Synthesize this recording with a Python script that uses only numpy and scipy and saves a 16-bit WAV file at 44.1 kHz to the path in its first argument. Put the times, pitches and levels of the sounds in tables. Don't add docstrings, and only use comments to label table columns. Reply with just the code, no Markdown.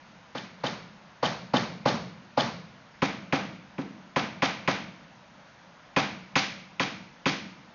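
import sys
import numpy as np
from scipy import signal
from scipy.fft import rfft, irfft, next_fast_len
from scipy.io import wavfile
from scipy.ndimage import uniform_filter1d

SR = 44100
rng = np.random.default_rng(int(sys.argv[2]) if len(sys.argv) > 2 else 0)


def transcribe(u):
    v = np.clip(np.atleast_2d(u).T, -1, 1)
    q = np.round(v * 32767).astype(np.int16)
    wavfile.write(sys.argv[1], SR, q)


def boost(x):
    u = np.asarray(x, float) / 20
    return 10 ** u


N = 341334
LENGTH = 3 * SR // 4

# [f/Hz, level/dB per Hz]
CORNER_ROOM = [(29, -69), (50, -15), (71, -16), (167, -5), (201, -4.5), (253, -15), (390, -16.5),
               (480, -12), (619, -8), (2770, -25), (4460, -21.5), (6490, -30.5), (7200, -42), (9360, -69.5),
               (15800, -120)]


def unit(x):
    return x / np.sqrt(np.mean(x ** 2) + 1e-20)


def along(points, hz):
    f, v = np.transpose(points)
    return np.interp(np.log(hz + 1), np.log(f + 1), v)


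def filtered(x, response):
    m = next_fast_len(len(x) + 4096)
    hz = np.fft.rfftfreq(m, 1 / SR)
    return irfft(rfft(x, m) * response(hz), m)[:len(x)]


def swell(t, peak_s, rise_s, fall_s):
    return np.exp(np.where(t < peak_s, (t - peak_s) / rise_s, (peak_s - t) / fall_s))


def hiss():
    # [f/Hz, level/dB per Hz]
    hiss_spectrum = [(15, -47), (25, -6.5), (32, -6.5), (92, -12.5), (179, -2), (400, -18.5), (571, -9.5),
                     (627, -10.5), (814, -12), (916, -9.5), (1160, -13.5), (1370, -12), (3800, -23.5),
                     (6550, -30), (7200, -42), (9360, -75), (15800, -120)]
    z = signal.stft(rng.standard_normal(N), nperseg=512)[2]
    patches = uniform_filter1d(rng.standard_normal(z.shape), 5, 0)
    patches = uniform_filter1d(patches, 12, 1)
    noise = signal.istft(z * boost(0.9 * unit(patches)), nperseg=512)[1][:N]
    level_db = -51.5
    return boost(level_db) * unit(filtered(noise, lambda hz: boost(along(hiss_spectrum, hz))))


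def dying(spectrum, early_db, late_db):
    # [f/Hz, t60/s]
    early_t60 = [(80, 0.05), (500, 0.098), (2000, 0.4), (6000, 0.057)]
    # [f/Hz, t60/s]
    late_t60 = [(80, 1), (200, 0.94), (560, 0.48), (1200, 0.55), (1800, 0.53), (2250, 0.68), (2800, 0.61),
                (4500, 0.57), (7000, 0.52)]
    noise = rng.standard_normal(LENGTH)
    noise = unit(filtered(noise, lambda hz: boost(along(spectrum, hz))))
    hz, t, z = signal.stft(noise, SR, nperseg=256)
    early = boost(early_db - 60 * t / along(early_t60, hz)[:, None])
    late = boost(late_db - 60 * t / along(late_t60, hz)[:, None])
    return signal.istft(z * np.hypot(early, late), SR, nperseg=256)[1][:LENGTH]


def ticks():
    # [t/s, level/dB]
    touches = [
        (0.057, -55),
        (0.5988, -46.5),
    ]
    out, t = np.zeros(N + LENGTH), np.arange(LENGTH) / SR
    for s, db in touches:
        touch = dying(CORNER_ROOM, db - 1.0, db - 14) * (1 - np.exp(-t / 0.0045))
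        out[round(s * SR):][:LENGTH] += touch
    return out[:N]


def crack(t, start_hz, end_hz, sweep_s, rise_s):
    # [delay/s, level/dB]
    near_walls = [
        (.008, -6.5),
        (0.015, -16),
        (0.0264, -22.5),
    ]
    turns = end_hz * t + (start_hz - end_hz) * sweep_s * (1 - np.exp(-t / sweep_s))
    sweep = np.sin(2 * np.pi * turns) * swell(t, 3 * rise_s, rise_s, fall_s=0.0042)
    sweep *= np.clip((0.007 - t) / 0.001, 0, 1)
    out = sweep.copy()
    for s, db in near_walls:
        out += boost(db + rng.normal(0, 1.0)) * np.roll(sweep, round(s * SR))
    return out


def panel_ring(t, modes, lead_s, rest_s, rest_db):
    ring = np.zeros(LENGTH)
    for hz, level_db, t60, delay in modes:
        u = np.maximum(t - lead_s - delay, 0)
        strength = boost(level_db + 2.2 * rng.normal() - 60 * u / t60)
        tone = np.sin(-2 * np.pi * hz * rng.normal(1, 0.0084) * u)
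        ring += strength * tone * (1 - np.exp(-u * hz / 0.99))
    return ring * boost(rest_db / (1 + np.exp((rest_s - t) / 0.0015)))


def floor_thump(t, thumps):
    out = np.zeros(LENGTH)
    for delay, level_db in thumps:
        out -= boost(level_db + rng.normal(0, 1.5)) * np.exp(-((t - delay) / 0.00025) ** 2)
    return out


def room_answer(t, usual, fresh, rise_s, lag_s, shade, slap_s):
    answer = (0.9 * usual + 0.44 * fresh) * (1 - np.exp(-(t / rise_s) ** 2))
    answer = filtered(answer, lambda f: np.exp(-2j * np.pi * lag_s * 300 * np.log(1 + f / 300)))
    treble = filtered(answer, lambda f: f ** 4 / (f ** 4 + 1600 ** 4))
    return answer - shade * np.exp(-(t / slap_s) ** 4) * treble


def far_wall_slap(t, slap_db, spread_db, slap_s):
    # [f/Hz, width/Hz, level/dB]
    resonances = [(3070, 98, 8.5), (3280, 110, 6.5), (3540, 260, 3), (4730, 240, 3), (4750, 130, -9.5),
                  (2225, 410, -15)]

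    def wall(f):
        response = boost(spread_db) * np.exp(-(np.log(f / 4000 + 1e-6) / 0.5) ** 2)
        for k, (centre, width, db) in enumerate(resonances):
            peak = 1j * f * width / (centre * centre - f * f + 1j * f * width)
            response = response + (-1) ** k * boost(db) * peak
        return response

    burst = unit(filtered(rng.standard_normal(LENGTH), wall))
    return boost(slap_db) * swell(t, slap_s, rise_s=0.011, fall_s=0.0014) * burst


def room_boom(t, boom_db, boom_s):
    u = np.maximum(t - boom_s, 0)
    tone = np.sin(2 * np.pi * 205 * rng.normal(1, 0.065) * u)
    return boost(boom_db - 60 * u / 0.14) * tone * (1 - np.exp(-u / 0.0013))


def knocks(blows, edge, modes, room, thumps, before_s, lead_s, crack_db, crack_hz, ring_db, rest_s, rest_db,
           shade, early_db, late_db, rise_s, lag_s, slap_db, spread_db, slap_s, boom_db, boom_s):
    colour_hz = [110, 290, 700, 2200, 5000]
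    out, t = np.zeros(N + LENGTH), np.arange(LENGTH) / SR
    usual = dying(room, early_db, late_db)
    for s, db, bass_db, treble_db in blows:
        edge_db = edge[0] + edge[1] * treble_db
        ring = panel_ring(t, modes, lead_s, rest_s, rest_db)
        start_hz = crack_hz * rng.normal(1, 0.053)
        first = boost(crack_db) * crack(t, start_hz, 0.34 * crack_hz, sweep_s=0.00506, rise_s=0.00034)
        thump = floor_thump(t, thumps)
        fresh = dying(room, early_db, late_db)
        answer = room_answer(t, usual, fresh, rise_s, lag_s, shade, slap_s)
        slap = far_wall_slap(t, slap_db, spread_db, slap_s)
        boom = room_boom(t, boom_db, boom_s)
        blow = first + boost(ring_db) * ring + thump + answer + boom + slap
        colour = list(zip(colour_hz, [0.36 * bass_db, bass_db, 0, edge_db, treble_db]))
        blow = filtered(blow, lambda f: boost(along(colour, f)) * f ** 2 / (f ** 2 + 75 ** 2))
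        out[round((s - before_s) * SR):][:LENGTH] += boost(db) * blow
    return out[:N]


def dull_panel():
    # [t/s, level/dB, weight of the hand as bass/dB, hardness of the knuckle as treble/dB]
    blows = [
        (0.3519, -26, 7.5, 4.5),
        (0.6388, -16.5, 2.5, 1.5),
        (1.23, -11, -1.5, -0.5),
        (1.5386, -10.5, 3.5, 0.1),
        (1.8581, -8.5, 1.5, -2),
        (2.3762, -9.5, -1.5, -1),
    ]
    # [f/Hz, level/dB, t60/s, delay/s]
    modes = [(143.6, -2.5, 0.11, 0.0019), (199, -10.5, 0.033, 0.0045), (248.8, -2.5, 0.098, 0.0035),
             (418, -24, 0.11, 0.0011), (506, -7.5, 0.063, 0.0016), (603, -16, 0.035, 0.00049),
             (640, -32, 0.055, 0.00028), (841, -9.5, 0.23, 0.00011), (990, -15.5, .07, 0.00033),
             (1139, -18.5, 0.27, 0.00023), (1340, -14.5, 0.042, 0.00095)]
    # [delay/s, level/dB]
    thumps = [
        (.0113, -8),
    ]
    return knocks(blows, (2.7, 1.53), modes, CORNER_ROOM, thumps, before_s=0.005, lead_s=0.003075,
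                  crack_db=-26, crack_hz=2610, ring_db=-0.5, rest_s=0.017, rest_db=-7.0,
                  shade=0.44, early_db=-12, late_db=-12.0, rise_s=0.0033, lag_s=0.00484,
                  slap_db=-14, spread_db=-5.0, slap_s=0.0384, boom_db=-15.0, boom_s=0.088)


def hard_panel():
    # [t/s, level/dB, weight of the hand as bass/dB, hardness of the knuckle as treble/dB]
    blows = [
        (3.0195, -12, 1.5, 4),
        (3.3245, -10.5, -0.5, 2),
        (3.7817, -24.5, 12, -1),
        (4.1603, -10.5, -3.5, 3),
        (4.421, -9.5, -6, 5.5),
        (4.6758, -10.5, -3, 4.5),
        (5.963, -9, -3.3, 5),
        (6.3555, -13.5, -2.5, 14.5),
        (6.7965, -14.5, 0.5, 9.5),
        (7.257, -14.5, 4, 12),
    ]
    # [f/Hz, level/dB, t60/s, delay/s]
    modes = [(147.3, -14.5, 0.32, 0.0094), (206, -20, 0.049, 0.01), (274.3, 2.5, 0.078, 0.01017),
             (486, -20.5, 0.066, 0.0072), (657, -15.5, 0.11, 0.00655), (772, -12.5, 0.3, 0.0055),
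             (1007, -3, 0.064, 0.00397), (1140, -9.5, 0.14, .004), (1310, -19, 0.062, 0.00325),
             (1466, -12.5, 0.07, 0.00321), (1488, -17, 0.091, 0.00298), (1720, -27, 0.054, .002),
             (1916, -22, .2, 0.00056), (2420, -22.5, 0.45, 0.0012), (2626, -19.5, 0.14, 0.001397)]
    # [f/Hz, level/dB per Hz]
    room = [(29, -56.5), (50, -12.5), (73, -20), (197, -2), (258, -12.5), (293, -8), (400, -17.5),
            (513, -9.5), (1750, -15.5), (2250, -14.5), (2850, -20.5), (6500, -35.5), (7200, -46),
            (9360, -82.5), (15800, -120)]
    # [delay/s, level/dB]
    thumps = [
        (.0105, 1.5),
        (.0112, 2.5),
        (.016, -3),
    ]
    return knocks(blows, (-5, 0.68), modes, room, thumps, before_s=0.0006, lead_s=0.00046,
                  crack_db=-4.5, crack_hz=2742, ring_db=-3.0, rest_s=0.021, rest_db=-3.5,
                  shade=0.035, early_db=-12.0, late_db=-12.0, rise_s=0.0016, lag_s=0.00578,
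                  slap_db=-21.5, spread_db=-6.0, slap_s=0.04, boom_db=-14.5, boom_s=0.065)


def scene():
    return (hiss() + ticks() + dull_panel() + hard_panel())[None]


def low_pass(x):
    return signal.sosfilt(signal.butter(12, 7440, fs=SR, output="sos"), x)


def record(dry):
    # [f/Hz, level/dB]
    band_limits = [(30, -14), (70, -5), (120, -2.33), (6800, -0.85), (7100, -22), (7500, -39.5),
                   (7800, -130)]
    narrow = filtered(dry[0], lambda hz: boost(along(band_limits, hz)))
    return low_pass(narrow[None])


dry = scene()
out = record(dry)
transcribe(out)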